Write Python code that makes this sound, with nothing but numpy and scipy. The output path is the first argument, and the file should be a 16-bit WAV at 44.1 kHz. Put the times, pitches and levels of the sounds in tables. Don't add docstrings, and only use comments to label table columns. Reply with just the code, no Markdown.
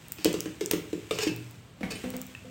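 import sys
import numpy as np
from scipy import signal
from scipy.fft import rfft, irfft
from scipy.io import wavfile

SR = 44100
rng = np.random.default_rng(int(sys.argv[2]) if len(sys.argv) > 2 else 0)


def output_pcm(signal):
    pcm = np.clip(np.atleast_2d(signal).T, -1, 1) * 32767
    wavfile.write(sys.argv[1], SR, np.round(pcm).astype(np.int16))


N = 110250

# (time [s], thud [dB], click [dB], thud pitch [Hz], thud attack [cycles])
PLATE_KNOCKS = [(0.185, -38, -43, 347, 1.9), (0.2456, -22, -26, 337, 1.24), (0.2552, -8.5, -25, 392, 0.82),
                (.3402, -16, -29.5, 402, 1.2), (.4575, -22, -37, 342, 0.67),
                (0.6095, -18, -29.5, 396.4, 1.95), (0.7108, -21.5, -27, 433, 0.73),
                (0.7335, -13.5, -29, 376, 1.1), (0.9292, -17, -38.5, 375, 1.2),
                (1.1096, -16.5, -27.5, 435, 0.84), (1.187, -26.5, -25.5, 424, 1.7),
                (1.225, -28, -53, 438, 2.9), (1.267, -15, -36, 349, 0.99)]
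# (pitch [Hz], level [dB], t60 [s])
STOVE_MODES = [(164.5, -2, 0.59), (186.4, 7.5, 0.13), (315, -3, 0.24), (428.4, -8, 0.21),
               (535.5, -15.5, 0.19)]
# (frequency [Hz], level [dB])
CLICK_SPECTRUM = [(100, -2), (700, 3.5), (1500, 4.5), (2900, 8.5), (4600, 0.5), (5800, 2.5), (8200, 1),
                  (10500, -15.5), (15000, -8)]
def plate(stove_db=-7.5):
    body, clicks = np.zeros((2, N))
    for s, thud_db, click_db, hz, cycles in PLATE_KNOCKS:
        add(body, s, amp(thud_db) * thud(hz, cycles))
        add(body, s, amp(thud_db + stove_db) * body_ring(STOVE_MODES, favoured_hz=hz))
        add(clicks, s, amp(click_db) * burst(CLICK_SPECTRUM, t60=0.032))
    return room(body, wet_db=-9.5, predelay_s=0.022) + room(clicks, wet_db=-0.5)


# (delay [s], gain [signed ratio])
TILE_ECHOES = [(.0053, -.34), (.0081, -.5), (.0161, .33), (.0224, .35), (.0453, -.1)]
def thud(hz, attack_cycles, fall_octaves_per_s=7.9):
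    t, out = np.arange(SR // 10) / SR, np.zeros(SR // 5)
    direct = (0.00029, 0.93)
    for delay, gain in [direct] + TILE_ECHOES:
        cycles = t * hz * 2 ** (-fall_octaves_per_s * delay)
        envelope = (cycles / attack_cycles * np.exp(1 - cycles / attack_cycles)) ** 2
        add(out, 0.0005 + delay, -gain * envelope * np.sin(2 * np.pi * cycles))
    return out


def body_ring(modes, favoured_hz, slow_below_hz=340):
    t, out = np.arange(SR) / SR, np.zeros(SR)
    for hz, db, t60 in modes:
        octaves_below = max(0, np.log2(slow_below_hz / hz))
        lag_s, attack_s = 0.01317 * octaves_below, 0.0028 + 0.0079 * octaves_below
        swell = 1 - np.exp(-t / attack_s)
        start_db = db - 13 * abs(np.log2(hz / favoured_hz))
        add(out, lag_s, -amp(start_db - 60 * t / t60) * swell * np.sin(2 * np.pi * hz * t))
    return out


# (time [s], level [dB])
FRAME_BOOMS = [(1.125, -40), (1.301, -36)]
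def stove_frame(hz=119, t60=1, attack_s=0.023):
    out = np.zeros(N)
    swell = 1 - np.exp(-np.arange(SR) / SR / attack_s)
    for s, db in FRAME_BOOMS:
        add(out, s, amp(db) * swell * ringing([(hz, 0, t60)]))
    return out


# (start [s], length [s], level [dB])
BLADE_STROKES = [(0.173, 0.069, -50), (0.245, 0.034, -40), (1.104, 0.099, -44), (1.189, 0.054, -38),
                 (1.215, 0.033, -35.5), (1.27, 0.0178, -36), (1.902, 0.0235, -37)]
# (frequency [Hz], level [dB])
SLIP_SPECTRUM = [(700, -5), (1100, -5.5), (2700, 4), (3900, -0.5), (5800, 2.5), (8000, 3.5), (9500, -15.5),
                 (15000, -13.5)]
# (pitch [Hz], level [dB], t60 [s])
BLADE_MODES = [(2194, -3, 0.11), (2627, 0.5, 0.41), (2800, -4, 0.28), (3120, 5, 0.057), (6160, -4, 0.11)]
def blade(held_t60=0.036, release_s=1.274, release_db=-37):
    pressure = np.zeros(N)
    for s, length, db in BLADE_STROKES:
        add(pressure, s, amp(db) * signal.windows.tukey(round(length * SR), 0.5))
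    slips = grains(per_s=2200, spread_db=1.3)
    rasp = pressure * unit(signal.fftconvolve(slips, burst(SLIP_SPECTRUM, t60=0.011))[:N])
    free_ring = ringing(BLADE_MODES)
    choked_ring = free_ring * amp(-60 * np.arange(SR) / SR / held_t60)
    out = room(rasp + amp(-13) * resonate(rasp, choked_ring), wet_db=-3)
    add(out, release_s, amp(release_db) * free_ring)
    return out


# (time [s], thud [dB], clack [dB], thud pitch [Hz], shelf ring [dB])
SHELF_LANDINGS = [(1.809, -32, -39, 289, -35), (1.8315, -25, -31.5, 202, -46),
                  (1.912, -32.5, -35.5, 394, -40), (2.0393, -30, -33.5, 231, -29),
                  (2.138, -50, -38, 253, -31.5), (2.446, -77, -71, 352, -38.5)]
# (pitch [Hz], level [dB], t60 [s])
SHELF_MODES = [(108, 0, 0.51), (171.6, -6, 0.3), (192.2, 0.5, 0.43), (255.6, 0, 0.47), (503.1, 3, 0.22),
               (701, -3.5, 0.14)]
# (frequency [Hz], level [dB])
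CLACK_SPECTRUM = [(300, 9), (1200, -6), (2100, -2.5), (3700, -12.5), (11000, -25.5)]
def shelf():
    body, clacks = np.zeros((2, N))
    for s, thud_db, clack_db, hz, ring_db in SHELF_LANDINGS:
        add(body, s, amp(thud_db) * thud(hz, attack_cycles=1.26))
        add(body, s, amp(ring_db) * body_ring(SHELF_MODES, favoured_hz=378))
        add(clacks, s, amp(clack_db) * burst(CLACK_SPECTRUM, t60=0.06))
    return room(body, wet_db=-3.5) + room(clacks, wet_db=1.5)


# (time [s], level [dB])
EDGE_ON_PLATE = [(555, -2), (1254, 3.5), (2380, -3), (2830, -4), (3620, 4)], 0.034, [(1.1103, -31)]
LANDING_RING = [(813, -8), (1950, -13), (2185, -0.5), (2330, -6.5)], .08, [(1.8315, -34)]
LANDING_JINGLE = [(2143, -7), (2439, 2.5), (3025, -0.5), (3865, -3), (4818, -4), (6912, -7), (8721, 0),
                  (11070, -7)], 0.14, [(1.907, -46), (1.955, -45)]
UTENSIL_CLINK = [(1860, -6.5), (2625, 2.5)], .023, [(2.3501, -33)]
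def metal_rings():
    out = np.zeros(N)
    for partials, t60, hits in EDGE_ON_PLATE, LANDING_RING, LANDING_JINGLE, UTENSIL_CLINK:
        ring = ringing([(hz, db, t60) for hz, db in partials])
        for s, db in hits:
            add(out, s, amp(db) * ring)
    return room(out, wet_db=-7)


# (time [s], level [dB])
OIL_SPITS = [(0.0835, -29), (0.121, -18), (.2462, -9.5), (0.3297, -21), (0.4057, -15.5), (0.66, -16.5),
             (0.7126, -9), (1.363, -27.5), (1.5106, -33), (2.104, -22.5), (2.1666, -23), (2.216, -21.5),
             (2.2671, -28.5)]
# (frequency [Hz], level [dB])
SPIT_SPECTRUM = [(300, -26), (1500, -71), (2700, -0.5), (4000, -7), (7500, 5.5), (11000, -6), (14000, -1.5),
                 (16000, 4.5)]
def oil_spits(neutral_db=-15):
    out = np.zeros(N)
    for s, db in OIL_SPITS:
        add(out, s, amp(db) * burst(SPIT_SPECTRUM, t60=0.0062, tilt_db=0.58 * (neutral_db - db)))
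    return room(out, wet_db=-11)


# (frequency [Hz], level [dB])
SIZZLE_SPECTRUM = [(500, -5.5), (2800, 6), (4500, -3.5), (8000, 0.5), (10500, -13), (15000, -8)]
# (time [s], level [dB])
SIZZLE_RIDE = [(0, -56), (.4, -50), (.6, -55.5), (1.4, -52.5), (1.75, -64.5), (2.0, -48), (2.45, -57.5)]
def sizzle():
    level = amp(np.interp(np.arange(N) / SR, *np.transpose(SIZZLE_RIDE)))
    crackle = room(grains(per_s=8000, spread_db=-2.0), wet_db=-7.5)
    return level * colour(crackle, SIZZLE_SPECTRUM)


# (frequency [Hz], level [dB])
ROOM_TONE_SPECTRUM = [(20, -36), (65, -2.5), (120, 6), (190, -2.5), (700, -15.5), (4500, -26.5),
                      (8000, -56)]
def room_tone(db=-51):
    return amp(db) * colour(rng.standard_normal(N), ROOM_TONE_SPECTRUM)


# (frequency [Hz], t60 [s])
KITCHEN_DECAY = [(150, 0.54), (400, 0.45), (2800, 0.45), (7500, 0.3), (15000, 0.35)]
def room(x, wet_db, predelay_s=0.004):
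    hz, t, bands = signal.stft(rng.standard_normal(SR), SR)
    tail = signal.istft(bands * amp(-60 * t / curve_at(KITCHEN_DECAY, hz)[:, None]), SR)[1]
    tail *= np.arange(len(tail)) > predelay_s * SR
    return x + amp(wet_db) * resonate(x, tail)


def ringing(modes):
    t = np.arange(SR) / SR
    return sum(amp(db - 60 * t / t60) * np.sin(2 * np.pi * hz * t) for hz, db, t60 in modes)


def burst(spectrum, t60, tilt_db=0):
    t = np.arange(SR // 10) / SR
    return colour(rng.choice([-1., 1.], len(t)), spectrum, tilt_db) * amp(-60 * t / t60)


def grains(per_s, spread_db):
    sizes = rng.standard_normal(N) * amp(spread_db * np.minimum(rng.exponential(1, N), 4))
    return sizes * (rng.random(N) < per_s / SR)


def resonate(x, response):
    return signal.fftconvolve(x, response / np.linalg.norm(response))[:N]


def colour(x, spectrum, tilt_db=0):
    hz = np.fft.rfftfreq(len(x), 1 / SR)
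    eq_db = curve_at(spectrum, hz) + tilt_db * np.log2(hz + 20)
    return unit(irfft(rfft(x) * amp(eq_db), len(x)))


def curve_at(points, hz):
    point_hz, values = np.transpose(points)
    return np.interp(np.log(hz + 1), np.log(point_hz), values)


def add(mix, s, sound):
    part = mix[round(s * SR):][:len(sound)]
    part += sound[:len(part)]


def amp(db):
    return 10 ** (np.asarray(db) / 20)


def unit(x):
    return x / np.sqrt(np.mean(x ** 2) + 1e-20)


def scene():
    spatula = plate() + shelf() + stove_frame() + blade() + metal_rings()
    return (spatula + oil_spits() + sizzle() + room_tone())[None]


def record(dry):
    bass_cut = signal.butter(3, 50, "highpass", fs=SR, output="sos")
    top_cut = signal.firwin(255, 16100, window=("kaiser", 9), fs=SR)
    return signal.oaconvolve(signal.sosfilt(bass_cut, dry), top_cut[None], "same")


dry = scene()
out = record(dry)
output_pcm(out)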